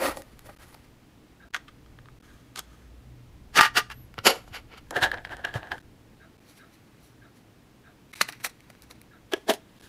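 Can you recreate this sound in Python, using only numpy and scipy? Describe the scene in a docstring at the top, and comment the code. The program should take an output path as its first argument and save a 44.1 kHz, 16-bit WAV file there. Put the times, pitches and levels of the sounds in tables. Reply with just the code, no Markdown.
"""For ten seconds a room hisses, with an uneven rumble, a wavering hum and faint far yaps of shaped noise.
A soft zipped pouch is opened on a bed; then a plastic brush box is held, opened (with a thin squeak near
4 s), snapped shut and laid inside. A small round kit is opened, shut and laid inside in turn.
Rubs, slides and clicks are bursts of noise that ring the thing in hand; soft pushes thump the mattress.
The level dips briefly, twice in a row, at seven moments along the way."""
import sys
import numpy as np
from scipy import signal
from scipy.fft import rfft, irfft
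from scipy.io import wavfile
from scipy.ndimage import uniform_filter1d

SR = 44100
rng = np.random.default_rng(int(sys.argv[2]) if len(sys.argv) > 2 else 0)


def generate_wav(sig):
    """Save sig (samples, or channels by samples) to the path in sys.argv[1] as 16-bit PCM at SR."""
    pcm = np.round(np.clip(np.atleast_2d(sig).T, -1, 1) * 32767).astype(np.int16)
    wavfile.write(sys.argv[1], SR, pcm)


N = 435708
T = np.arange(N) / SR   # time in seconds

# The room's changing levels. Each row: time in seconds, rumble in dB, hum in dB.
ROOM = [(0.0, -51, -45), (0.3, -55, -66), (1.51, -67, -60.5), (1.92, -55, -57.5), (2.36, -58, -63),
        (2.89, -78, -48.5), (3.33, -51, -51), (3.66, -54.5, -55.5), (4.04, -55.5, -50.5),
        (4.43, -55, -63.5), (4.76, -55.5, -66), (5.17, -48.5, -66), (5.64, -54, -56.5), (6.71, -68.5, -75),
        (7.18, -75.5, -58.5), (7.4, -67.5, -71), (9.05, -66.5, -61.5), (9.88, -65, -70)]
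# Tone colour of the hiss. Each row: frequency in Hz, relative level in dB per Hz.
HISS_COLOUR = [(59, -34), (100, -3), (166, -6), (254, -5), (300, -4.5), (379, -12), (469, -12), (521, -16),
               (715, -17.5), (942, -19.5), (1380, -22), (2660, -25), (9060, -36), (14400, -37.5),
               (15700, -37)]
HISS_DB = -56.5
# Peaks of the hum. Each row: frequency in Hz, width in Hz of each filter pass, relative level in dB.
HUM_PEAKS = [(58, 21, -3.5), (121.7, 2.9, 7.5)]

# Faint hoarse yaps far off, perhaps a small dog. Each row: start in seconds, level in dB.
YAPS = [(0.59, -64), (1.4, -57), (2.28, -64.5), (6.2, -57.5), (6.589, -55.5), (7.215, -58), (7.839, -58.5),
        (9.108, -57.5), (9.83, -64)]
# Resonances of a yap, the lower ones later as the mouth closes.
# Each row: frequency in Hz, width in Hz of each filter pass, relative level in dB, delay in ms.
YAP_TONES = [(1610, 150, 2, -2), (1360, 260, -1.5, 20), (677, 90, -7, 37), (2000, 780, -9.5, 1),
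             (3830, 220, -12, 13)]
YAP_RISE_S, YAP_FALL_S = 0.0042, 0.028

BEDROOM_T60_S, BEDROOM_DB = .22, -21.5   # time to fade by 60 dB, level of the tail

# Low thumps through the mattress.
# Each row: start in seconds, level in dB before the soft start, pitch in Hz.
THUMPS = [(3.58, -25.5, 158), (4.184, -26.5, 105), (4.253, -24, 220), (4.51, -33, 96.9),
          (4.962, -27, 133.9), (5.021, -23, 111), (5.308, -39, 80), (5.553, -15.5, 115), (5.72, -32.5, 84),
          (8.21, -31, 205), (9.489, -25, 240), (9.838, -43, 60)]
THUMP_RISE_S, THUMP_T60_S = .003, .07

# A thin arched squeak from the box: middle and half length, top pitch and its sag at the ends, level.
SQUEAK_S, SQUEAK_HALF_S = 3.995, .08
SQUEAK_TOP_HZ, SQUEAK_SAG_HZ, SQUEAK_DB = 11950, 1250, -61

# Four bands of contact sound: thud, body, clack, fizz. Each row: low edge in Hz, high edge in Hz.
BANDS_HZ = [(230, 850), (850, 2500), (2500, 6000), (6000, 13000)]
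# Ringing modes of the things in hand.
# Each row: frequency in Hz, time to fade by 60 dB in ms, level in dB over the plain contact sound.
POUCH = [(296, 10.5, 16.5), (534, 53, 20), (790, 56, 8), (1180, 20, 3), (1887, 51, 6), (4550, 6.1, -4),
         (10840, 1.2, 8), (14100, 1.4, 15)]
BOX = [(404.3, 50, 3.5), (878, 26, 2.6), (1208, 71, 14), (1404, 16, 7.5), (1670, 9.8, 5.4), (1868, 30, 3.4),
       (2807, 9.5, 2.5), (4600, 23, 1.9), (10750, 5.9, 2.4), (14430, 3.2, 12)]
BOX_HELD = [(1250, 31, 13.7), (1520, 6.2, 9.2), (2100, 30, 3.8), (3230, 4.9, 3.5), (6270, 10, 2.2)]   # gripped by one corner
BOX_SHUT = [(460, 55, 4.5), (544, 240, 4.2), (746, 60, 3.2), (1392, 26, 2.9), (2260, 22, 1.1),
            (2950, 7.6, 6.3), (4600, 3.2, 3.1), (7030, 6, 1.8), (11400, 2.8, 9.4), (14200, 3.3, 6)]
BOX_IN_POUCH = [(362, 37, 2.13), (744, 7.7, 5), (1640, 17.3, 17.3), (1703, 33, 10.3), (1775, 41, 4.7),
                (3110, 4, 9), (3840, 5.3, 5.2), (15500, 3.5, 2.3)]
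KIT = [(1575, 3, 1), (2190, 2.9, 11), (3850, 14, 1), (4060, 2.5, 7.7), (5740, 5.8, 4), (8340, 6.5, 1.1),
       (10800, 2.9, 5.4), (14400, 0.75, 7)]
KIT_IN_POUCH = [(330, 18, 3.4), (397, 18, 11), (642, 27, 8.2), (827, 71, 6.3), (1666, 27, 7.7),
                (3310, 1.8, 3.2), (10650, 11, 4.4), (14400, 3.8, 7)]
# What is in hand when; the last row marks the end. Each row: start in seconds, modes that ring.
IN_HAND = [(0, POUCH), (1.5, BOX_HELD), (3.4, BOX), (4.1, BOX_SHUT), (4.86, BOX_IN_POUCH), (5.9, KIT),
           (9.2, KIT_IN_POUCH), (9.88, None)]
# Contact colour, in the same order of things.
# Each row: fizz of a rub in dB relative to its clack, thud of a click in dB relative to its body.
FEEL = [(4, -22), (-10.5, -33), (-9.5, -32.5), (-6.5, -6), (-5, -16.5), (1.5, -12), (-1, -2.5)]

# Rubs and rattles.
# Each row: peak time in seconds, length in ms, thud in dB, body in dB, clack (bright edge) in dB.
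RUBS = [(0.022, 32, -31.5, -35.5, -45.5), (0.055, 27, -33.5, -31, -44), (0.084, 7.5, -25.5, -40, -44.5),
        (0.114, 9.5, -49, -39, -52), (0.178, 18, -40, -67, -55.5), (0.463, 11, -52, -53, -60),
        (0.495, 5.5, -40, -46.5, -63), (0.748, 1.5, -57, -49, -59), (1.549, 6.5, -67, -32, -41),
        (1.564, 6, -45, -56, -45), (1.685, 5, -71, -46.5, -58.5), (2.559, 2, -55, -42, -41),
        (2.576, 8, -48, -69, -40), (2.59, 6.5, -43, -68, -37), (3.574, 11.5, -26, -18.5, -21),
        (3.589, 7.5, -22, -9.5, -26), (3.611, 4.5, -53, -35, -18.5), (3.632, 14, -43, -20, -28),
        (3.654, 11, -49, -21.5, -31.5), (3.776, 10.5, -29, -16.5, -21.5), (3.902, 2, -56, -41.5, -45.5),
        (3.916, 8, -71, -39.5, -47.5), (4.186, 6.5, -62, -39, -55), (4.257, 7, -26, -41, -28.5),
        (4.27, 9, -15.5, -16, -17), (4.298, 13.5, -23.5, -27.5, -29), (4.345, 28, -39.5, -47, -47.5),
        (4.482, 11, -57, -69, -60), (4.555, 16, -51, -37, -45), (4.734, 24, -57, -50, -65),
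        (4.779, 7, -57, -48.5, -54), (4.911, 2, -27, -48, -43.5), (4.929, 8, -34.5, -62, -70),
        (4.969, 15, -27, -29, -43.5), (5.034, 11.5, -27, -19.5, -30.5), (5.06, 14.5, -30, -32.5, -56),
        (5.117, 2, -45, -31, -49), (5.138, 10.5, -36.5, -37.5, -59), (5.179, 22, -45.5, -50, -67),
        (5.252, 4.5, -60, -37, -53), (5.27, 14, -50, -53, -68), (5.322, 16, -39, -40, -55),
        (5.394, 25, -48, -52, -68), (5.45, 5, -36, -26.5, -50), (5.474, 23, -45, -42.5, -60),
        (5.559, 15, -33, -38, -48.5), (5.645, 39, -48.5, -50, -68), (5.721, 7.5, -37, -33, -51),
        (5.74, 13.5, -39.5, -49, -60), (6.5, 27.5, -72.5, -72, -64.5), (6.576, 17, -69.5, -68.5, -63),
        (6.739, 12.5, -77, -67, -67), (7.05, 40, -77.5, -80.5, -67.5), (7.37, 18, -73.5, -74, -70),
        (8.137, 5.5, -66.5, -45, -52), (8.163, 28, -72, -59, -55), (8.217, 6.5, -40, -38, -33.5),
        (8.29, 7.5, -46, -40.5, -45.5), (8.33, 7, -69, -47, -59), (8.409, 9, -61, -55, -60),
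        (8.449, 7, -41, -31.5, -32.5), (8.464, 5.5, -41.5, -38, -39.5), (8.497, 4.5, -63.5, -61, -55),
        (8.834, 8, -59, -68, -62), (8.702, 4, -50.5, -62, -59.5), (8.91, 8, -49.5, -59, -55),
        (9.323, 4, -48, -39.5, -49.5), (9.336, 4.5, -22.5, -28.5, -45), (9.366, 11.5, -46, -52.5, -61),
        (9.5, 9.5, -17.5, -25.5, -30.5), (9.539, 9, -41.5, -46, -44), (9.845, 41, -87, -63, -60.5)]
RISE_SHARE, FALL_SHARE = 0.8, 1.1   # share of the length from -6 dB to the peak, and back to -6 dB
# Fingers sliding on the thing in hand, one list per stretch. Each row: time in seconds, body in dB.
SLIDING = [
    [(0.0, -38), (0.06, -31), (0.152, -56), (0.202, -64), (0.438, -68), (0.604, -56.5), (0.95, -73)],
    [(2.2, -60), (2.528, -74.5), (2.71, -67), (2.9, -70)],
    [(4.35, -62), (4.774, -89), (4.972, -56), (5.132, -62), (5.262, -77), (5.626, -76), (5.82, -54.5)],
    [(6.38, -69), (6.8, -74.5), (7.2, -80)],
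    [(8.15, -59), (8.208, -49), (8.31, -80), (8.34, -57), (8.458, -80), (8.66, -71), (9.1, -71.5)],
    [(9.3, -60), (9.548, -80), (9.88, -61)],
]
SLIDE_CLACK_DB, SLIDE_FIZZ_DB = -7, -7   # relative to the body
# Hard contacts. Each row: time in seconds, body in dB, fizz in dB relative to the body.
CLICKS = [(0.171, -29, -8), (0.1725, -27.5, -32), (0.2206, -44, 6.5), (0.3924, -48, 9), (0.4523, -57, -12),
          (0.744, -38.5, -12), (1.538, -26.5, -22), (1.5455, -13.5, -20), (1.549, -19.5, -28),
          (1.564, -17.5, -25), (1.6821, -36, -26), (1.8618, -44, -24), (1.988, -32, -44),
          (2.0576, -41.5, -23), (2.086, -39.5, -32), (2.5601, -26.5, -7.5), (2.5926, -32.5, 10),
          (3.5963, -11, -30), (3.6102, 4, -36), (3.6175, -12.5, -9), (3.9118, -30, -22),
          (4.1412, -43, -7.5), (4.181, -26, -22), (4.1884, -13.5, -49), (4.2011, -43.5, -23),
          (4.4782, -40, -28), (4.5405, -39, -12), (4.556, -45, -10.5), (4.7388, -38, -21), (4.78, -49, -8),
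          (4.908, -30, -1), (4.9659, -13, -20), (5.0356, -3, -36), (5.1162, -20, -18.5),
          (5.1423, -22.5, -25), (5.1749, -26, -37), (5.1832, -28, -40), (5.2501, -21.5, -25),
          (5.2726, -32, -28), (5.2942, -31, -26), (5.3686, -37, -7), (5.449, -32, -9),
          (5.4508, -23.5, -12.5), (5.512, -39, -26), (5.5403, -29, -13), (5.6307, -25.5, -37),
          (5.672, -35, -24), (5.718, -15, -25.5), (5.781, -34, -19), (6.9463, -53, -16.5),
          (8.137, -37, -15), (8.1594, -37, -10.5), (8.2109, -15.5, -13), (8.2126, -8, -14.5),
          (8.216, -17.5, 2.5), (8.2886, -20.5, -24), (8.3244, -45.5, 11), (8.401, -41.5, -13),
          (8.4467, -14.5, -12), (8.6055, -44.5, -7), (8.702, -43, -3), (8.751, -47.5, -11),
          (8.8217, -53, 12.5), (8.911, -42, 2), (9.0155, -42.5, 0.5), (9.3359, -20.5, -5.5),
          (9.5382, -39.5, 12), (9.811, -47.5, -3)]

# Brief paired dips in level: first dip starts in seconds, lengths of both dips in ms, depths in dB.
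DIPS_S = [.551, 1.487, 2.189, 5.793, 6.372, 8.119, 9.79]
DIP_MS = [11.7, 17.3, 11.5, 7.2, 6, 10.2, 6.8]
DIP_DB = [-20, -26]
SECOND_DIP_S = .024   # after the first one starts
CUTOFF_HZ = 16200


def from_db(db):
    """Gain of a level."""
    return 10 ** (np.asarray(db) / 20)


def rms_one(x):
    """Scale to unit power."""
    return x / np.sqrt(np.mean(x ** 2) + 1e-20)


def band(x, low_hz, high_hz):
    """Keep mostly the sound between two frequencies (Butterworth band-pass)."""
    return signal.sosfilt(signal.butter(2, [low_hz, high_hz], "band", fs=SR, output="sos"), x)


def resonance(x, hz, width_hz):
    """Ring at one frequency: a two-pole peak with gain 1 on top."""
    r = np.exp(-np.pi * width_hz / SR)
    top = np.array([1, 0, -1]) * (1 - r * r) / 2
    return signal.lfilter(top, [1, -2 * r * np.cos(2 * np.pi * hz / SR), r * r], x)


def room_tone():
    """Steady coloured hiss, a low rumble of uneven level and a hum of resonant noise that wavers."""
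    s, rumble_db, hum_db = np.transpose(ROOM)
    hz = np.arange(1, N // 2 + 2) * SR / N
    colour_hz, colour_db = np.transpose(HISS_COLOUR)
    colour = from_db(np.interp(np.log(hz), np.log(colour_hz), colour_db))
    hiss = rms_one(irfft(rfft(rng.standard_normal(N)) * colour, N))
    noise = rng.standard_normal((2, N))
    rumble = rms_one(band(noise[0], 15, 99))
    hum = np.zeros(N)
    for peak_hz, width_hz, db in HUM_PEAKS:
        hum += from_db(db) * resonance(resonance(noise[1], peak_hz, width_hz), peak_hz, width_hz)
    hum = rms_one(hum)
    rumble_level = from_db(np.interp(T, s, rumble_db))
    hum_level = from_db(np.interp(T, s, hum_db))
    return from_db(HISS_DB) * hiss + rumble_level * rumble + hum_level * hum


def yaps():
    """Each yap is a short swell of rough noise in a few resonances."""
    out = np.zeros(N)
    for hz, width_hz, tone_db, delay_ms in YAP_TONES:
        level = np.zeros(N)
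        for s, db in YAPS:
            t = np.clip(T - s - delay_ms / 1000, 0, 1)
            rise = 1 - np.exp(-t / YAP_RISE_S)
            level += from_db(db) * rise * np.exp(-(t / YAP_FALL_S / 2) ** 2)
        voice = resonance(resonance(rng.standard_normal(N), hz, width_hz), hz, width_hz)
        out += from_db(tone_db) * level * rms_one(voice)
    return out


def bedroom(x):
    """A short soft tail: dying noise, dulled by bedding."""
    t = T[:SR // 2]
    fade = from_db(-60 * t / BEDROOM_T60_S) * (t > .004)   # starts after a 4 ms gap
    tail = band(rng.standard_normal(len(t)), 300, 9000) * fade
    return signal.fftconvolve(x, tail / np.linalg.norm(tail))[:N]


def thumps():
    """Each soft push swells in a few milliseconds and rings low and short."""
    out, t = np.zeros(N + SR), T[:SR // 2]
    rise = (1 - np.exp(-t / THUMP_RISE_S)) ** 2
    for s, db, hz in THUMPS:
        level = from_db(db - 60 * t / THUMP_T60_S) * rise
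        out[round(s * SR):][:len(t)] += level * np.sin(2 * np.pi * hz * t)
    return out[:N]


def squeak():
    """A slightly rough whistle whose pitch and level rise and fall."""
    arch = np.clip((T - SQUEAK_S) / SQUEAK_HALF_S, -1, 1) ** 2   # 0 in the middle, 1 at the ends
    roughness = 1 + .5 * rms_one(band(rng.standard_normal(N), 24.4, 200))
    level = from_db(SQUEAK_DB) * (1 - arch) * roughness
    phase = 2 * np.pi * np.cumsum(SQUEAK_TOP_HZ - SQUEAK_SAG_HZ * arch) / SR
    return np.sqrt(2) * level * np.sin(phase)


def feel(s):
    """Contact colour of the thing in hand at a moment."""
    starts = [start for start, _ in IN_HAND]
    return FEEL[np.searchsorted(starts, s, side="right") - 1]


def body(x, modes, grip_db=0):
    """Plain contact sound plus modes whose strengths drift at random, each on its own, as the grip shifts."""
    out = x.copy()
    hold = np.arange(len(x)) / 2000   # a new random strength about every 45 ms
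    for hz, t60_ms, db in modes:
        knots = grip_db * rng.standard_normal(len(x) // 2000 + 2)
        grip = from_db(np.interp(hold, np.arange(len(knots)), knots))
        width_hz = np.log(1000) / np.pi / (t60_ms / 1000)   # the longer the ring, the narrower the peak
        out += from_db(db) * resonance(grip * x, hz, width_hz)
    return out


def grains(per_s, spread_db):
    """Tiny stick-slip impacts of very uneven size over a smooth scratch; unit power."""
    sizes = from_db(spread_db * np.minimum(rng.exponential(1, N), 4)) * rng.choice([-1, 1], N)
    impacts = sizes * (rng.random(N) < per_s / SR)
    return rms_one(impacts + 0.32 * rng.standard_normal(N))


def rub_force():
    """Contact strength per band: each rub swells and dies, and sliding fingers add their power."""
    power = np.zeros((4, N))
    for s, length_ms, thud_db, body_db, clack_db in RUBS:
        near = slice(max(round((s - .15) * SR), 0), round((s + .3) * SR))
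        lengths = (T[near] - s) * 1000 / max(length_ms, 1)   # distance from the peak, in rub lengths
        shape_db = -6 * np.where(lengths < 0, -lengths / RISE_SHARE, lengths / FALL_SHARE) ** 1.3
        levels_db = np.array([thud_db, body_db, clack_db, clack_db + feel(s)[0]])
        power[:, near] += from_db(levels_db[:, None] + shape_db) ** 2
    # fingers brush in short uneven strokes
    flutter = from_db(1.43 * rms_one(band(rng.standard_normal(N), 6.3, 27.0)))
    tilt_db = np.array([[0], [SLIDE_CLACK_DB], [SLIDE_FIZZ_DB]])
    for rows in SLIDING:
        s, db = np.transpose(rows)
        fade = np.clip(np.minimum(T - s[0], s[-1] - T) / 0.09, 0, 1)   # 90 ms at both ends
        strength = flutter * from_db(np.interp(T, s, db) + tilt_db)
        power[1:] += fade * strength ** 2   # no thud
    return np.sqrt(power)


def click_force():
    """Each hard contact is one blow and a chatter that dies within a few milliseconds."""
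    force, steps = np.zeros((4, N)), np.arange(120)
    energy = np.sqrt(0.00034 * SR)   # the level holds for about this many seconds
    chatter_shape = (1 - np.exp(-steps / 2.0)) * np.exp(-steps / 35.0)
    chatters = rng.standard_normal((len(CLICKS), 120))
    for (s, db, fizz_db), chatter in zip(CLICKS, chatters):
        # the clack lies between body and fizz
        levels_db = db + np.array([feel(s)[1], 0, 0.65 * fizz_db, fizz_db])
        blow = (steps == 8) + .8 * chatter * chatter_shape
        place = round(s * SR) - 8 + steps
        force[:, place] += from_db(levels_db)[:, None] * energy * blow / np.linalg.norm(blow)
    return force


def handling():
    """Rubs and clicks excite whatever is in hand; each band passes unit noise at unit power."""
    force = rub_force() * grains(per_s=5400.0, spread_db=2.5) + click_force()
    out, unit = np.zeros(N + SR), signal.unit_impulse(8192)
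    for (start, modes), (end, _) in zip(IN_HAND, IN_HAND[1:]):
        i, j = round(start * SR), round(end * SR)
        contact = np.zeros(j - i + 8192)   # room for the ringing to die away
        for k, (f, edges) in enumerate(zip(force, BANDS_HZ)):
            strength = np.linalg.norm(body(band(unit, *edges), modes))
            padded = np.pad(f[i:j], (0, 8192)) + 1e-18
            # neighbouring bands alternate in sign so that they join without a hole
            contact += (-1) ** k * band(padded, *edges) / strength
        out[i:j + 8192] += body(contact, modes, grip_db=2.0)
    return out[:N]


def scene():
    """Handling, thumps and squeak with their soft tail, in the room with the far yaps."""
    close = handling() + thumps() + squeak()
    return (close + from_db(BEDROOM_DB) * bedroom(close) + room_tone() + yaps())[None]


def record(dry):
    """The level dips briefly in pairs, peaks hit a ceiling and the highest treble is cut."""
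    gain_db = np.zeros(N)
    for first_s, ms in zip(DIPS_S, DIP_MS):
        for s, db in zip((first_s, first_s + SECOND_DIP_S), DIP_DB):
            gain_db[round(s * SR):round((s + ms / 1000) * SR)] = db
    gain = uniform_filter1d(from_db(gain_db), size=60)   # softens the edges of the dips
    clipped = np.clip(dry * gain, -.97, .97)
    return signal.sosfilt(signal.cheby2(24, 95, CUTOFF_HZ, fs=SR, output="sos"), clipped)


dry = scene()
out = record(dry)
generate_wav(out)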